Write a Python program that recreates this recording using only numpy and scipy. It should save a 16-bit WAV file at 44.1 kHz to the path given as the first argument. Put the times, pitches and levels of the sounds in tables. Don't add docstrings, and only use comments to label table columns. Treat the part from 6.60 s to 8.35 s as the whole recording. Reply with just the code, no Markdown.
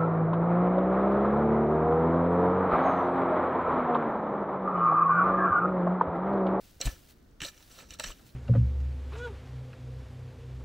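import sys
import numpy as np
from scipy import signal
from scipy.fft import rfft, irfft, next_fast_len
from scipy.io import wavfile
from scipy.ndimage import uniform_filter1d, map_coordinates

SR = 44100
rng = np.random.default_rng(int(sys.argv[2]) if len(sys.argv) > 2 else 0)


def decibels_to_gain(level_db):
    exponent = np.asarray(level_db, float) / 20
    return 10 ** exponent


def materialize(psi):
    bounded = np.clip(np.atleast_2d(psi).T, -1, 1)
    quanta = np.round(bounded * 32767).astype(np.int16)
    wavfile.write(sys.argv[1], SR, quanta)


N = 77175


def unit(x):
    return x / np.sqrt(np.mean(x ** 2) + 1e-20)


def seconds(length_s):
    return np.arange(int(length_s * SR)) / SR


def along(points, hz):
    f, v = np.transpose(points)
    return np.interp(np.log(hz + 1), np.log(f + 1), v)


def timeline(points):
    return np.interp(np.arange(N) / SR, *np.transpose(points))


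def wobble(size, rate):
    knots = rng.standard_normal(int(size * rate / SR) + 4)
    return map_coordinates(knots, [np.arange(size) * rate / SR])


def filtered(x, response):
    m = next_fast_len(x.shape[-1] + 4096)
    hz = np.fft.rfftfreq(m, 1 / SR)
    return irfft(rfft(x, m) * response(hz), m)[..., :x.shape[-1]]


def grains(size, per_s, spread_db):
    clumps = wobble(size, per_s)
    return unit(rng.standard_normal((2, size)) * decibels_to_gain(spread_db * clumps))


def stereo(pair, spectrum, alike):
    def mid_side(hz):
        turn = np.arccos(np.clip(along(alike, hz), -1, 1)) / 2
        return decibels_to_gain(along(spectrum, hz)) * [np.cos(turn), np.sin(turn)]

    mid, side = filtered(pair, mid_side)
    return unit(np.array([mid + side, mid - side]))


def add(track, s, x):
    part = track[round(s * SR):][:len(x)]
    part += x[:len(part)]


def focus(hz, favoured_hz, focus_db):
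    return -focus_db * abs(np.log2((hz + 50) / favoured_hz))


def impact(t, contact_s):
    u = t / contact_s
    return u * np.exp(-2 * u) * rng.standard_normal(len(t))


# frequency in Hz, level in dB.
WIND_SPECTRUM = [(12, -44), (20, -5.5), (71, -5.5), (113, -12), (209, -14), (306, -15), (545, -24),
                 (1500, -38), (1950, -56), (3300, -120)]
# time in seconds, wind level in dB.
GUST_LEVELS = [(0, 4), (.1, 3), (.2, 3.5), (.37, 6), (.5, 3), (.7, 6), (1.0, 1.5), (1.3, 6), (1.55, 6.5),
               (1.75, 6.5)]
# frequency in Hz, level in dB.
HISS_SPECTRUM = [(600, -43), (1000, -4.5), (1500, 3), (2500, -8), (6000, -9.5), (11000, -36), (14000, -18),
                 (15700, -11.5)]
# frequency in Hz, left-right likeness from 0 to 1.
HISS_LIKENESS = [(1000, 0.32), (12000, 0.13)]
# frequency in Hz, left-right likeness from 0 to 1.
LIKENESS = [(30, 0.92), (130, 0.99), (400, 0.5), (1000, 0.16), (4000, 0.98), (12000, 0.59)]
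WIND_DB, GUST_DB, HISS_DB = -63, 0.5, -72


def air():
    gust_db = timeline(GUST_LEVELS) + GUST_DB * wobble(N, 15.26)
    wind = stereo(rng.standard_normal((2, N)), WIND_SPECTRUM, LIKENESS)
    hiss = stereo(rng.standard_normal((2, N)), HISS_SPECTRUM, HISS_LIKENESS)
    return decibels_to_gain(WIND_DB + gust_db) * wind + decibels_to_gain(HISS_DB) * hiss


# time in seconds, level in dB.
RUSTLE_LEVELS = [(0, -65), (.04, -61.5), (.19, -70), (0.252, -47), (.37, -63), (0.481, -66), (.505, -58.5),
                 (.55, -75), (.79, -79.5), (.9, -68), (1.07, -63), (1.21, -60.5), (1.24, -71.5),
                 (1.37, -74), (1.55, -66), (1.645, -68), (1.665, -62), (1.73, -69.5)]
# frequency in Hz, level in dB.
STRAW_SPECTRUM = [(600, -3), (1100, -9.5), (1400, -9), (3900, -6.5), (9500, -11.5), (13500, -12),
                  (15800, -6.5)]
STRAW_DB, STRAW_PER_S, STRAW_SPREAD_DB = 2.5, 430, 1.5


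def rustle():
    spectrum = [(300, -54)] + STRAW_SPECTRUM + [(17000, -14)]
    straw = stereo(grains(N, STRAW_PER_S, STRAW_SPREAD_DB), spectrum, LIKENESS)
    return decibels_to_gain(timeline(RUSTLE_LEVELS) + STRAW_DB) * straw


# start in seconds, peak level in dB, frequency in Hz, swell time in seconds,
# pitch gain in Hz per second as the soil packs.
GROUND_THUDS = [(.251, -21.5, 34, .012, 400), (.248, -31, 125, .011, 0), (.256, -43, 260, .006, 0),
                (.305, -46, 66, .012, 0), (.812, -43, 55, .007, 0), (.255, -40, 215, .008, 0),
                (.266, -46, 970, .004, 0), (.84, -53, 660, .008, 0), (.814, -44, 140, .005, 0),
                (.812, -46, 290, .01, 0), (1.455, -39, 31, .018, 0), (1.432, -48, 200, .008, 0),
                (.845, -48, 560, .006, 0), (.264, -44, 700, .004, 0), (.826, -48, 360, .007, 0),
                (1.393, -42, 900, .004, 0), (1.393, -40, 610, .005, 0)]
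# frequency in Hz, left over right in dB.
THUD_BALANCE = [(40, 2), (90, 2), (130, -1)]
CRUMBLE_DB, CRUMBLE_HZ = -23, 204


def thuds():
    out, t = np.zeros((2, N)), seconds(1 / 4)
    for s, db, hz, swell_s, gain_hz in GROUND_THUDS:
        swell = np.exp(-(t / swell_s - 2) ** 2 / 2) * np.clip(2 * t / swell_s, 0, 1)
        noise = rng.standard_normal(len(t))
        crumble = unit(filtered(noise, lambda f: decibels_to_gain(-9 * np.log2((f + 1) / CRUMBLE_HZ) ** 2)))
        tone = np.sin(2 * np.pi * (hz + gain_hz * t / 2) * t)
        swing = swell * (tone + decibels_to_gain(CRUMBLE_DB) * crumble)
        pan_db = along(THUD_BALANCE, hz)
        add(out[0], s, decibels_to_gain(db + pan_db / 2) * swing)
        add(out[1], s, decibels_to_gain(db - pan_db / 2) * swing)
    return out


# start in seconds, level in dB, contact time in seconds,
# favoured frequency in Hz, focus in dB per octave.
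CLOD_BREAKS = [(0.252, -49, 0.0034, 4200, 0), (0.2127, -41.5, 0.0016, 7600, 30),
               (0.2562, -42, 0.0017, 6740, 8), (0.2632, -43.5, 0.002, 8150, 33),
               (.2625, -48.5, 0.0023, 2670, 12), (.270, -43, 0.0057, 1090, 9),
               (.711, -77, 0.0017, 7600, 10), (1.005, -63, .002, 1300, 7), (1.222, -59.5, .001, 1500, 8),
               (1.399, -59, 0.0022, 13300, 45), (1.478, -62, .01, 12400, 70), (1.505, -57, 0.0024, 4500, 1),
               (.805, -50, 0.0023, 2310, 14), (1.339, -56, 0.0035, 9400, 14), (1.3555, -64, .0007, 1500, 2),
               (1.484, -50, 0.0034, 2800, 7), (1.503, -51.5, 0.0027, 945, 14)]
# frequency in Hz, level in dB.
SOIL_SPECTRUM = [(150, -0.5), (450, -7.5), (1050, -12), (2500, -8.5), (6000, -8.5), (8500, -13.5),
                 (12000, -21), (16000, -16.5)]


def clods():
    out, t = np.zeros(N), seconds(1 / 10)
    for s, db, contact_s, favoured_hz, focus_db in CLOD_BREAKS:
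        def colour(hz):
            return decibels_to_gain(along(SOIL_SPECTRUM, hz) + focus(hz, favoured_hz, focus_db))

        puff = filtered(impact(t, contact_s), colour)
        add(out, s, decibels_to_gain(db) * puff / np.std(puff[:SR // 100]))
    return out


# frequency in Hz, width in Hz, level in dB.
BLADE_MODES = [(524, 42, 1.5), (1320, 70, -1), (1750, 51, 0), (2370, 35, -1.5), (2702, 46, -1.5),
               (3000, 58, -0.5), (3823, 55, 0), (4000, 40, -2.5), (4187, 30, 0), (4630, 60, -10 ),
               (5583, 62, -0.5), (5850, 146, -1), (7690, 71, -2.5), (11160, 51, -13)]
MODES_HZ = np.transpose(BLADE_MODES)[0]
BURIED, BURIED_DB = 4.44, -9
GRIP_SHIFT = 1.016
SPOT_DB = 2


def blade(x, weight_db):
    def ring(f, wide):
        total = 0
        for k, (mode_hz, width_hz, db) in enumerate(BLADE_MODES):
            damping = 1j * f * width_hz * wide
            gain = (-1) ** k * decibels_to_gain(db + weight_db[k])
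            total = total + gain * damping / (mode_hz ** 2 - f ** 2 + damping)
        return total

    return filtered(x, lambda f: ring(f, 0.87) + decibels_to_gain(BURIED_DB) * ring(f / GRIP_SHIFT, BURIED))


def patchy(x, depth_db):
    z = signal.stft(x, nperseg=128)[2]
    field = uniform_filter1d(rng.standard_normal(z.shape), size=3, axis=0)
    field = uniform_filter1d(field, size=8, axis=1)
    return unit(signal.istft(z * decibels_to_gain(depth_db * unit(field)), nperseg=128)[1][:len(x)])


# start in seconds, length in seconds, level in dB,
# fall over the drag in dB, tilt in dB per octave.
SOIL_DRAGS = [(0.203, 0.039, -47, 1, -1.5), (.247, 0.023, -43.5, 2.5, 1.5), (0.267, 0.098, -47, 19, -0.5),
              (0.801, 0.008, -49, 3, -0.5), (0.815, .042, -45, -1, 0), (0.861, 0.034, -45, 6.5, 2),
              (0.895, 0.14, -65, 2.5, -0.5), (1.102, 0.11, -61.5, -1.5, 0), (1.178, 0.063, -55, 2.5, -1.5),
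              (1.244, .04, -66.5, 2, -0.5), (1.285, 0.029, -63.5, -3, 2.5), (1.355, .03, -66.5, 2, -1),
              (1.307, 0.043, -54, 2.5, 1), (1.388, 0.058, -51, -1.5, 0.5), (1.439, 0.079, -44.5, 5.5, 0),
              (1.517, 0.11, -67.5, 3, 1)]
ATTACK_S, RELEASE_S = 0.003, 0.018
PATCH_DB = 3.5
GRIT_PER_S, GRIT_SPREAD_DB = 900, 2
SOIL_DB = -1


def drags():
    out, t = np.zeros(N), seconds(1 / 3)
    for s, length_s, db, fall_db, tilt_db in SOIL_DRAGS:
        fall = -fall_db * np.minimum(t / length_s, 1)
        release = -20 * np.maximum(t - length_s, 0) / RELEASE_S
        stroke = np.clip(t / ATTACK_S, 0, 1) * decibels_to_gain(fall + release)
        grit, crumbs = (patchy(g, PATCH_DB) for g in grains(len(t), GRIT_PER_S, GRIT_SPREAD_DB))

        spot_db = SPOT_DB * rng.standard_normal(len(BLADE_MODES)) + tilt_db * np.log2(MODES_HZ / 3000)
        ring = blade(grit * stroke, spot_db) / np.std(blade(grit, spot_db))

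        def colour(hz):
            return decibels_to_gain(along(SOIL_SPECTRUM, hz) + tilt_db * np.log2((hz + 50) / 3000))

        soil = unit(filtered(crumbs, colour))
        add(out, s, decibels_to_gain(db) * (ring + decibels_to_gain(SOIL_DB) * soil * stroke))
    return out


def evened(x):
    z = rfft(x)
    power = abs(uniform_filter1d(abs(z) ** 2, 30))
    flat = irfft(z / np.sqrt(power + 1e-12), len(x))
    return flat * (np.arange(len(x)) < len(x) // 2)


# start in seconds, level in dB, contact time in seconds,
# favoured frequency in Hz, focus in dB per octave.
PEBBLE_STRIKES = [(0.2005, -48, 0.006, 5600, 25), (0.2120, -33, 0.0014, 7750, 8),
                  (0.2130, -40, 0.0025, 4150, 24), (0.2150, -42.5, 0.007, 2860, 12),
                  (0.2584, -48.5, 0.0013, 3900, 20), (0.2724, -44, 0.0026, 1700, 16),
                  (0.8030, -44, 0.0021, 3440, 9), (0.8167, -43, 0.0013, 5700, 6),
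                  (0.8163, -40, 0.0026, 2720, 17), (.8215, -45, 0.002, 1790, 12),
                  (.8300, -48, 0.0033, 7690, 20), (0.8329, -42.5, 0.0034, 1900, 10),
                  (.8345, -43.5, 0.0052, 2930, 9), (0.8465, -39, 0.005, 3800, 30),
                  (0.85, -45.5, 0.0023, 5850, 14), (.8830, -47, 0.0028, 3880, 8),
                  (0.9764, -60, 0.0013, 4000, 1), (1.0256, -61.5, 0.00088, 5000, 5),
                  (1.111, -61, 0.0061, 5000, 10), (1.1225, -61.5, 0.0027, 11000, 12),
                  (1.1552, -64, 0.0022, 6500, 5), (1.1862, -51.5, 0.004, 4500, 1),
                  (1.198, -55, 0.0078, 2440, 17), (1.3059, -46, 0.00095, 5430, 6.5),
                  (1.3360, -49, 0.0025, 5460, 11), (1.342, -61.5, .005, 2370, 25),
                  (1.386, -55, 0.0025, 5560, 8), (1.3973, -36, 0.0007, 5400, 2),
                  (1.3985, -41, .001, 2000, 7), (1.4030, -43, 0.0026, 1320, 11),
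                  (1.4195, -54, .004, 7690, 25), (1.435, -50, .002, 7690, 9),
                  (1.4378, -37.5, 0.0018, 5600, 5), (1.4400, -43, 0.0039, 3500, 5),
                  (1.4425, -43.5, 0.003, 1750, 34), (1.4450, -53, 0.0011, 4100, 8),
                  (1.456, -48, 0.0091, 6050, 36), (1.592, -64, 0.0073, 1320, 32),
                  (1.6555, -69.5, 0.004, 4200, 6), (1.685, -70.5, 0.013, 3800, 22)]
CRACK_LOW_HZ = 480
CRACK_DB = -11


def strikes():
    out, t, head = np.zeros(N), seconds(1 / 8), SR // 100
    for s, db, contact_s, favoured_hz, focus_db in PEBBLE_STRIKES:
        force = evened(impact(t, contact_s))
        spot_db = SPOT_DB * rng.standard_normal(len(BLADE_MODES))
        ring = blade(force, focus(MODES_HZ, favoured_hz, focus_db) + spot_db)

        def colour(hz):
            low_cut = 1 + (CRACK_LOW_HZ / (hz + 1)) ** 4
            return decibels_to_gain(along(SOIL_SPECTRUM, hz) + focus(hz, favoured_hz, focus_db)) / low_cut

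        crack = filtered(force, colour)
        both = ring / np.std(ring[:head]) + decibels_to_gain(CRACK_DB) * crack / np.std(crack[:head])
        add(out, s, decibels_to_gain(db) * both)
    return out


# frequency in Hz, level in dB.
SCATTER_SPECTRUM = [(90, -30), (250, -12.5), (600, -8.5), (1500, -14), (3500, -15), (6000, -13.5),
                    (10000, -8.5), (14000, -3.5)]
SCATTER_S = 0.015
SPADE_PAN_DB = -0.86


def scene():
    background = rustle() + air()
    ground = thuds()
    spade = clods() + drags() + strikes()
    t = seconds(1 / 20)
    scatter = rng.standard_normal(len(t)) * np.exp(-t / SCATTER_S)
    scatter = scatter / np.linalg.norm(scatter)
    echoes = signal.fftconvolve(spade + ground.mean(0), scatter)[:N]
    side = filtered(echoes, lambda hz: decibels_to_gain(along(SCATTER_SPECTRUM, hz)))
    pan = decibels_to_gain([[SPADE_PAN_DB / 2], [-SPADE_PAN_DB / 2]])
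    return np.array([spade + side, spade - side]) * pan + ground + background


def low_pass(x):
    return signal.sosfilt(signal.butter(12, 16620, fs=SR, output="sos"), x)


def record(dry):
    band = filtered(dry, lambda hz: np.where(hz < 15750, 1, 0.004) * (hz > 12))
    return low_pass(band)


dry = scene()
out = record(dry)
materialize(out)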